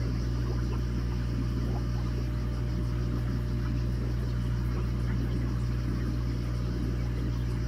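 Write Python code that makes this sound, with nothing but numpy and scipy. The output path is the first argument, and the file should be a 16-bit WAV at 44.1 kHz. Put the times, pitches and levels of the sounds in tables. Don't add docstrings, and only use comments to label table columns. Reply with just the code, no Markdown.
import sys
import numpy as np
from scipy import signal
from scipy.fft import rfft, irfft, next_fast_len
from scipy.io import wavfile
from scipy.ndimage import uniform_filter1d

SR = 44100
rng = np.random.default_rng(int(sys.argv[2]) if len(sys.argv) > 2 else 0)


def dump_mix(stems):
    frames = np.atleast_2d(stems).T
    limited = np.clip(frames, -1, 1)
    pcm = np.round(limited * 32767).astype(np.int16)
    wavfile.write(sys.argv[1], SR, pcm)


def boost_factor(decibels):
    exponent = np.asarray(decibels, float) / 20
    return 10 ** exponent


N = 338247

STROKE_HZ, FIRST_STROKE_S = 59.9936, .0065
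# t/s, f/Hz, peak level/dB
PLOPS = [(0.232, 5800, -47), (0.529, 780, -45.5), (0.598, 1480, -44), (0.728, 2690, -48),
         (0.737, 1010, -41), (1.127, 885, -51), (1.709, 775, -51), (1.773, 815, -40), (1.988, 810, -44),
         (2.084, 996, -46), (3.171, 1080, -48), (3.248, 540, -47.3), (3.659, 1294, -42.5),
         (3.786, 2690, -50.5), (4.295, 4220, -49.5), (4.775, 1095, -41.5), (4.996, 570, -46.5),
         (5.094, 1693, -43.5), (5.101, 913, -48), (5.11, 1360, -47.5), (5.121, 2035, -45.5),
         (5.322, 3080, -49.5), (5.483, 855, -48), (6.013, 1860, -45.5), (6.321, 2030, -47.5),
         (6.71, 860, -58), (7.061, 826, -49), (7.196, 3290, -54), (7.339, 3270, -55), (7.408, 3200, -52)]


def housing_hum():
    # multiple of the stroke rate, rms level/dB
    hum_partials = [(1.0, -32.4), (2.0, -33.4), (3.0, -44.9), (4.0, -52.9), (5.0, -51.8), (6.0, -52.8),
                    (7.0, -70.9), (8.0, -61.7), (9.0, -68.8), (10.0, -57.7), (11.0, -69.8), (12.0, -81.3),
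                    (13.0, -79.6), (14.0, -73.8), (15.0, -70.6), (16.0, -68.9), (17.0, -68.0),
                    (18.0, -73.9), (19.0, -78.6), (20.0, -62.3), (21.0, -70.8), (22.0, -77.7),
                    (23.0, -73.3), (24.0, -75.3), (25.0, -70.9), (26.0, -71.8), (27.0, -70.9),
                    (28.0, -65.5), (29.0, -76.0), (30.0, -68.8)]
    return boost_factor(-0.04) * harmonics(hum_partials, wander_db=0.4, wander_rad=0.027, rate_hz=0.62)


def harmonics(partials, wander_db, wander_rad, rate_hz):
    stroke_phase = 2 * np.pi * STROKE_HZ * (np.arange(N) / SR - FIRST_STROKE_S)
    out = np.zeros(N)
    for multiple, db in partials:
        start = rng.uniform(0, 2 * np.pi) * (multiple > 3)
        loose = np.sqrt(multiple)
        level = np.sqrt(2) * boost_factor(db + wander_db * loose * drift(rate_hz))
        phase = multiple * stroke_phase + start + wander_rad * loose * drift(rate_hz)
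        out -= level * np.cos(phase)
    return out


def valve():
    # multiple of the stroke rate, rms level/dB
    buzz_partials = [(41.0, -79.1), (42.0, -77.5), (46.0, -77.3), (48.0, -73.3), (49.0, -75.6),
                     (51.0, -77.2), (52.0, -76.1), (56.0, -83.5), (58.0, -85.5), (59.0, -87.4),
                     (61.0, -82.8), (71.0, -81.4), (75.0, -78.1), (78.0, -79.3), (79.0, -72.9),
                     (80.0, -80.6), (81.0, -82.7), (83.0, -76.4), (86.0, -78.2), (87.0, -73.1),
                     (88.0, -74.7), (89.0, -73.8), (90.0, -77.3), (91.0, -80.7), (92.0, -75.9),
                     (94.0, -76.2), (95.0, -80.4), (96.0, -78.3), (97.0, -77.4), (98.0, -80.2)]
    # f/Hz, density level/(dB per Hz)
    rattle_spectrum = [(3500, -78), (4200, -7), (4700, -2.5), (5200, -1.5), (5800, -3.5), (6100, -11),
                       (7000, -31), (7600, -70)]
    # f/Hz, density level/(dB per Hz)
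    clatter_spectrum = [(1800, -103), (2000, -93), (2400, -98), (3100, -98), (3600, -108), (4100, -104),
                        (4500, -112), (6000, -113), (7200, -112), (7900, -124)]

    beat = 1 + 0.054 * np.cos(4 * np.pi * STROKE_HZ * np.arange(N) / SR)
    habit = repeating(memory=40)
    slaps = swarm(1024, 2.5)
    slaps = slaps / slaps.std() + .45 * habit / habit.std()
    rattle = boost_factor(-89.5) * beat * patchy_noise(rattle_spectrum, 1.0, 23.0, 0.26, source=slaps)

    upper_partials = [row for row in buzz_partials if row[0] > 65]
    lower_partials = [row for row in buzz_partials if row[0] <= 65]
    upper = harmonics(upper_partials, wander_db=.2, wander_rad=.08, rate_hz=.4)
    lower = harmonics(lower_partials, wander_db=.3, wander_rad=.05, rate_hz=.3)
    clatter = patchy_noise(clatter_spectrum, .5, 2, .5, source=repeating(memory=60))
    return throbbing() * (rattle + boost_factor(1.0) * upper) + lower + clatter


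def throbbing():
    # t/s, swell level over the steady rattle/dB, steady rattle level/dB
    looseness = [(0.0, -6, 1.5), (0.9, -2, -.5), (2.2, -3, -.5), (2.32, 15, -9.5), (2.7, 7, -5),
                 (3.45, 9, -5.5), (3.9, 3, -3.5), (5.4, 8, -5.5), (6.0, -1, -1), (6.7, -1, -.5),
                 (7.2, 6, -5), (7.67, 4, -2.5)]
    first_s, throbs_per_s, quicken_per_s2 = .042, 6.31, .035
    uneven_db, uneven_s = .7, .004

    clock = np.arange(N) / SR
    beats = np.arange(50)
    uneven = rng.standard_normal((len(beats), 2))
    throb_count = (throbs_per_s + .5 * quicken_per_s2 * (clock + first_s)) * (clock - first_s)
    throb_s = np.interp(beats, throb_count, clock)
    when, swell_db, steady_db = np.transpose(looseness)
    peak_db = np.interp(throb_s, when, swell_db) + uneven_db * uneven[:, 0]
    throb = 2 + swells(throb_s + uneven_s * uneven[:, 1], peak_db, rise_s=.026, fall_s=.030)
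    throb = throb * boost_factor(np.interp(clock, when, steady_db))
    return throb / np.sqrt(np.mean(throb ** 2))


def repeating(memory):
    stroke = round(SR / STROKE_HZ)
    fresh = rng.standard_normal((N // stroke + 200, stroke))
    strokes = signal.lfilter([1], [1, 1 / memory - 1], fresh, axis=0)
    return strokes[150:].ravel()[:N]


def rumble():
    # f/Hz, density level/(dB per Hz)
    shudder_spectrum = [(15, -74), (30, -78), (45, -71), (60, -66.5), (90, -67), (120, -61.5), (145, -70.5),
                        (190, -87)]
    # f/Hz, density level/(dB per Hz)
    glass_spectrum = [(120, -91), (155, -64), (200, -60.5), (235, -64), (270, -61.5), (310, -66),
                      (350, -68), (420, -86.5)]
    gain = boost_factor(1.32 * air_flow_db() + 1.28 * drift(2.1))
    return patchy_noise(shudder_spectrum, .8, 5, .1) + gain * patchy_noise(glass_spectrum, 1.0, 21, 1.0)


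def gurgle():
    # f/Hz, density level/(dB per Hz)
    gurgle_spectrum = [(300, -86.5), (360, -70), (420, -78), (480, -80), (550, -81.5), (680, -89),
                       (900, -100)]
    low_plops = [(s, db) for s, hz, db in PLOPS if hz < 1150]
    when, pocket_db = np.transpose(low_plops)
    pockets = 1 + swells(when, pocket_db + 39.5, rise_s=.025, fall_s=.025)
    gain = pockets * boost_factor(0.61 * air_flow_db() + 3.0 * drift(3.4))
    return gain * patchy_noise(gurgle_spectrum, 1.2, 8.6, 0.82, source=swarm(2048, 2.4))


def air_flow_db():
    # t/s, level/dB
    flow = [(0.0, -39), (1.26, -42.5), (1.32, -38), (1.98, -42), (3.1, -40), (3.14, -35.5), (3.18, -41),
            (4.51, -41.5), (5.0, -43.5), (5.23, -37.5), (5.79, -42.5), (5.92, -38), (6.58, -43.5),
            (6.81, -38), (7.11, -42.5), (7.24, -39.5), (7.46, -42), (7.67, -37.5)]
    s, db = np.transpose(flow)
    return np.interp(np.arange(N) / SR, s, db - db.mean())


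def bubbles():
    climb_hz_s = 3000
    out = np.zeros(N)
    clusters = rng.standard_normal((len(PLOPS), 9, 3))
    for (s, hz, db), mates in zip(PLOPS, clusters):
        add_bubble(out, s - .003, hz, db - hz / 1200, climb_hz_s, .010)
        for late, detune, size in mates:
            mate_hz = hz + (110 + .06 * hz) * detune
            mate_db = db - 6.5 - hz / 1500 + 2.5 * size
            add_bubble(out, s + .016 * late, mate_hz, mate_db, 2000, .006)
    for when, pitch, size in rng.random((30, 3)):
        add_bubble(out, when * N / SR, 2000 * 3.2 ** pitch, -58 - 4 * pitch - 6 * size, climb_hz_s, .010)
    for when, pitch, size, climb in rng.random((1500, 4)):
        hz = 400 * 10 ** pitch
        db = -58 - 15 * np.log10(hz / 1000) - 12 * size
        add_bubble(out, when * N / SR, hz, db, 4000 * climb, .010)
    return out


def add_bubble(out, s, hz, db, rise_hz_s, length_s):
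    lag = np.arange(-int(2 * length_s * SR), int(5 * length_s * SR))
    lag_s = lag / SR
    shape = np.exp(-.5 * (lag_s / np.where(lag < 0, .5 * length_s, length_s)) ** 2)
    tone = boost_factor(db) * shape * np.sin(2 * np.pi * (hz + .5 * rise_hz_s * lag_s) * lag_s)
    i = int(s * SR) + lag
    keep = (i >= 0) & (i < N)
    out[i[keep]] += tone[keep]


def wash():
    # f/Hz, density level/(dB per Hz)
    wash_spectrum = [(400, -100), (700, -93.5), (950, -85), (1150, -81.5), (1500, -83.5), (1800, -86.5),
                     (2100, -88), (2550, -93.5), (3000, -91), (3300, -95.5), (3600, -101), (4150, -93),
                     (4800, -108), (6500, -117)]
    return patchy_noise(wash_spectrum, 2.0, 5.4, 0.04, source=swarm(1024, 3.7))


def spray():
    # t/s, level/dB, centre f/Hz
    bursts = [(0.231, -70, 7430), (0.653, -69, 8740), (0.8, -67.8, 12830), (1.506, -67.1, 9900),
              (1.667, -66, 10880), (2.485, -69.1, 12830), (2.556, -67.7, 8650), (2.85, -64, 10100),
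              (3.204, -66, 12800), (3.42, -65, 12720), (3.939, -65, 10360), (4.209, -65, 10400),
              (4.435, -64, 8970), (4.667, -63, 11460), (4.841, -69, 9970), (5.014, -64, 9350),
              (5.243, -66, 12800), (5.376, -66.6, 8890), (5.61, -61.5, 8060), (5.748, -71, 11200),
              (5.898, -66.8, 10440), (6.073, -66, 11040), (6.351, -70, 9840), (6.447, -66, 10240),
              (6.565, -67, 9730), (6.846, -64, 11000), (7.2, -66, 10400), (7.392, -65, 13810),
              (7.519, -61.5, 8750)]
    out = np.zeros(N)
    droplets = rng.standard_normal((len(bursts), 130, 3))
    for (s, db, hz), burst in zip(bursts, droplets):
        for late, detune, size in burst:
            pitch_hz = np.clip(hz * (1 + 0.17 * detune), 6000, 18000)
            add_bubble(out, s - .02 + 0.031 * abs(late), pitch_hz, db - 11.3 + 3.8 * size, 6000, .004)
    for when, pitch, size in rng.random((2500, 3)):
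        add_bubble(out, when * N / SR, 6200 + 9400 * pitch, -80 - 10 * size, 3000, .008)
    return out


def fizz():
    # f/Hz, density level/(dB per Hz)
    fizz_spectrum = [(5000, -112), (6500, -105), (7100, -104), (7800, -109), (8800, -105), (9600, -107),
                     (10400, -110), (11400, -106), (12300, -108), (13300, -107), (14400, -110),
                     (15800, -110)]
    return patchy_noise(fizz_spectrum, 1.3, 10.0, 0.25, source=swarm(1024, 2.8))


def swarm(cell, uneven_db):
    cells = signal.stft(rng.standard_normal(N + cell), nperseg=cell)[2]
    sizes = rng.exponential(1, cells.shape)
    sizes = uniform_filter1d(uniform_filter1d(sizes, size=2, axis=0), size=2, axis=1)
    gain = boost_factor(uneven_db * np.minimum(sizes / sizes.std(), 5))
    return signal.istft(cells * gain, nperseg=cell)[1][:N]


def patchy_noise(spectrum, patchy_db, rate_hz, shared, source=None):
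    size = next_fast_len(N)
    source = rng.standard_normal(N) if source is None else source / source.std()
    octave = np.log2(np.maximum(np.arange(size // 2 + 1) * SR / size, 1))
    hz, db = np.transpose(spectrum)
    colour_db = np.interp(octave, np.log2(hz), db, left=-200, right=-200)
    tinted = rfft(source, size) * boost_factor(colour_db) * np.sqrt(SR / 2)
    together = drift(rate_hz)
    out = np.zeros(N)
    for centre in np.arange(np.log2(hz[0]), np.log2(hz[-1]) + 1 / 3, 1 / 3):
        band = np.clip(1 - 3 * np.abs(octave - centre), 0, 1)
        flicker = boost_factor(patchy_db * (drift(rate_hz) + shared * together))
        out += irfft(tinted * band, size)[:N] * flicker
    return out


def swells(times, dbs, rise_s, fall_s):
    out = np.zeros(N)
    for s, db in zip(times, dbs):
        i = np.arange(max(int((s - .2) * SR), 0), min(int((s + .2) * SR), N))
        lag = i / SR - s
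        out[i] += boost_factor(db) * np.exp(-.5 * (lag / np.where(lag < 0, rise_s, fall_s)) ** 2)
    return out


def drift(rate_hz):
    r = np.exp(-80 * np.pi * rate_hz / SR)
    slow = signal.lfilter([1], [1, -2 * r, r * r], rng.standard_normal(N // 40 + 4002))[4000:]
    return np.interp(np.arange(N) / 40, np.arange(len(slow)), (slow - slow.mean()) / slow.std())


def scene():
    pump = housing_hum() + valve()
    water = rumble() + gurgle() + bubbles() + wash() + spray() + fizz()
    return (pump + water)[None, :]


def band_limit(x):
    return signal.sosfilt(signal.butter(12, 15800, fs=SR, output="sos"), x)


def record(dry):
    return band_limit(dry)


dry = scene()
out = record(dry)
dump_mix(out)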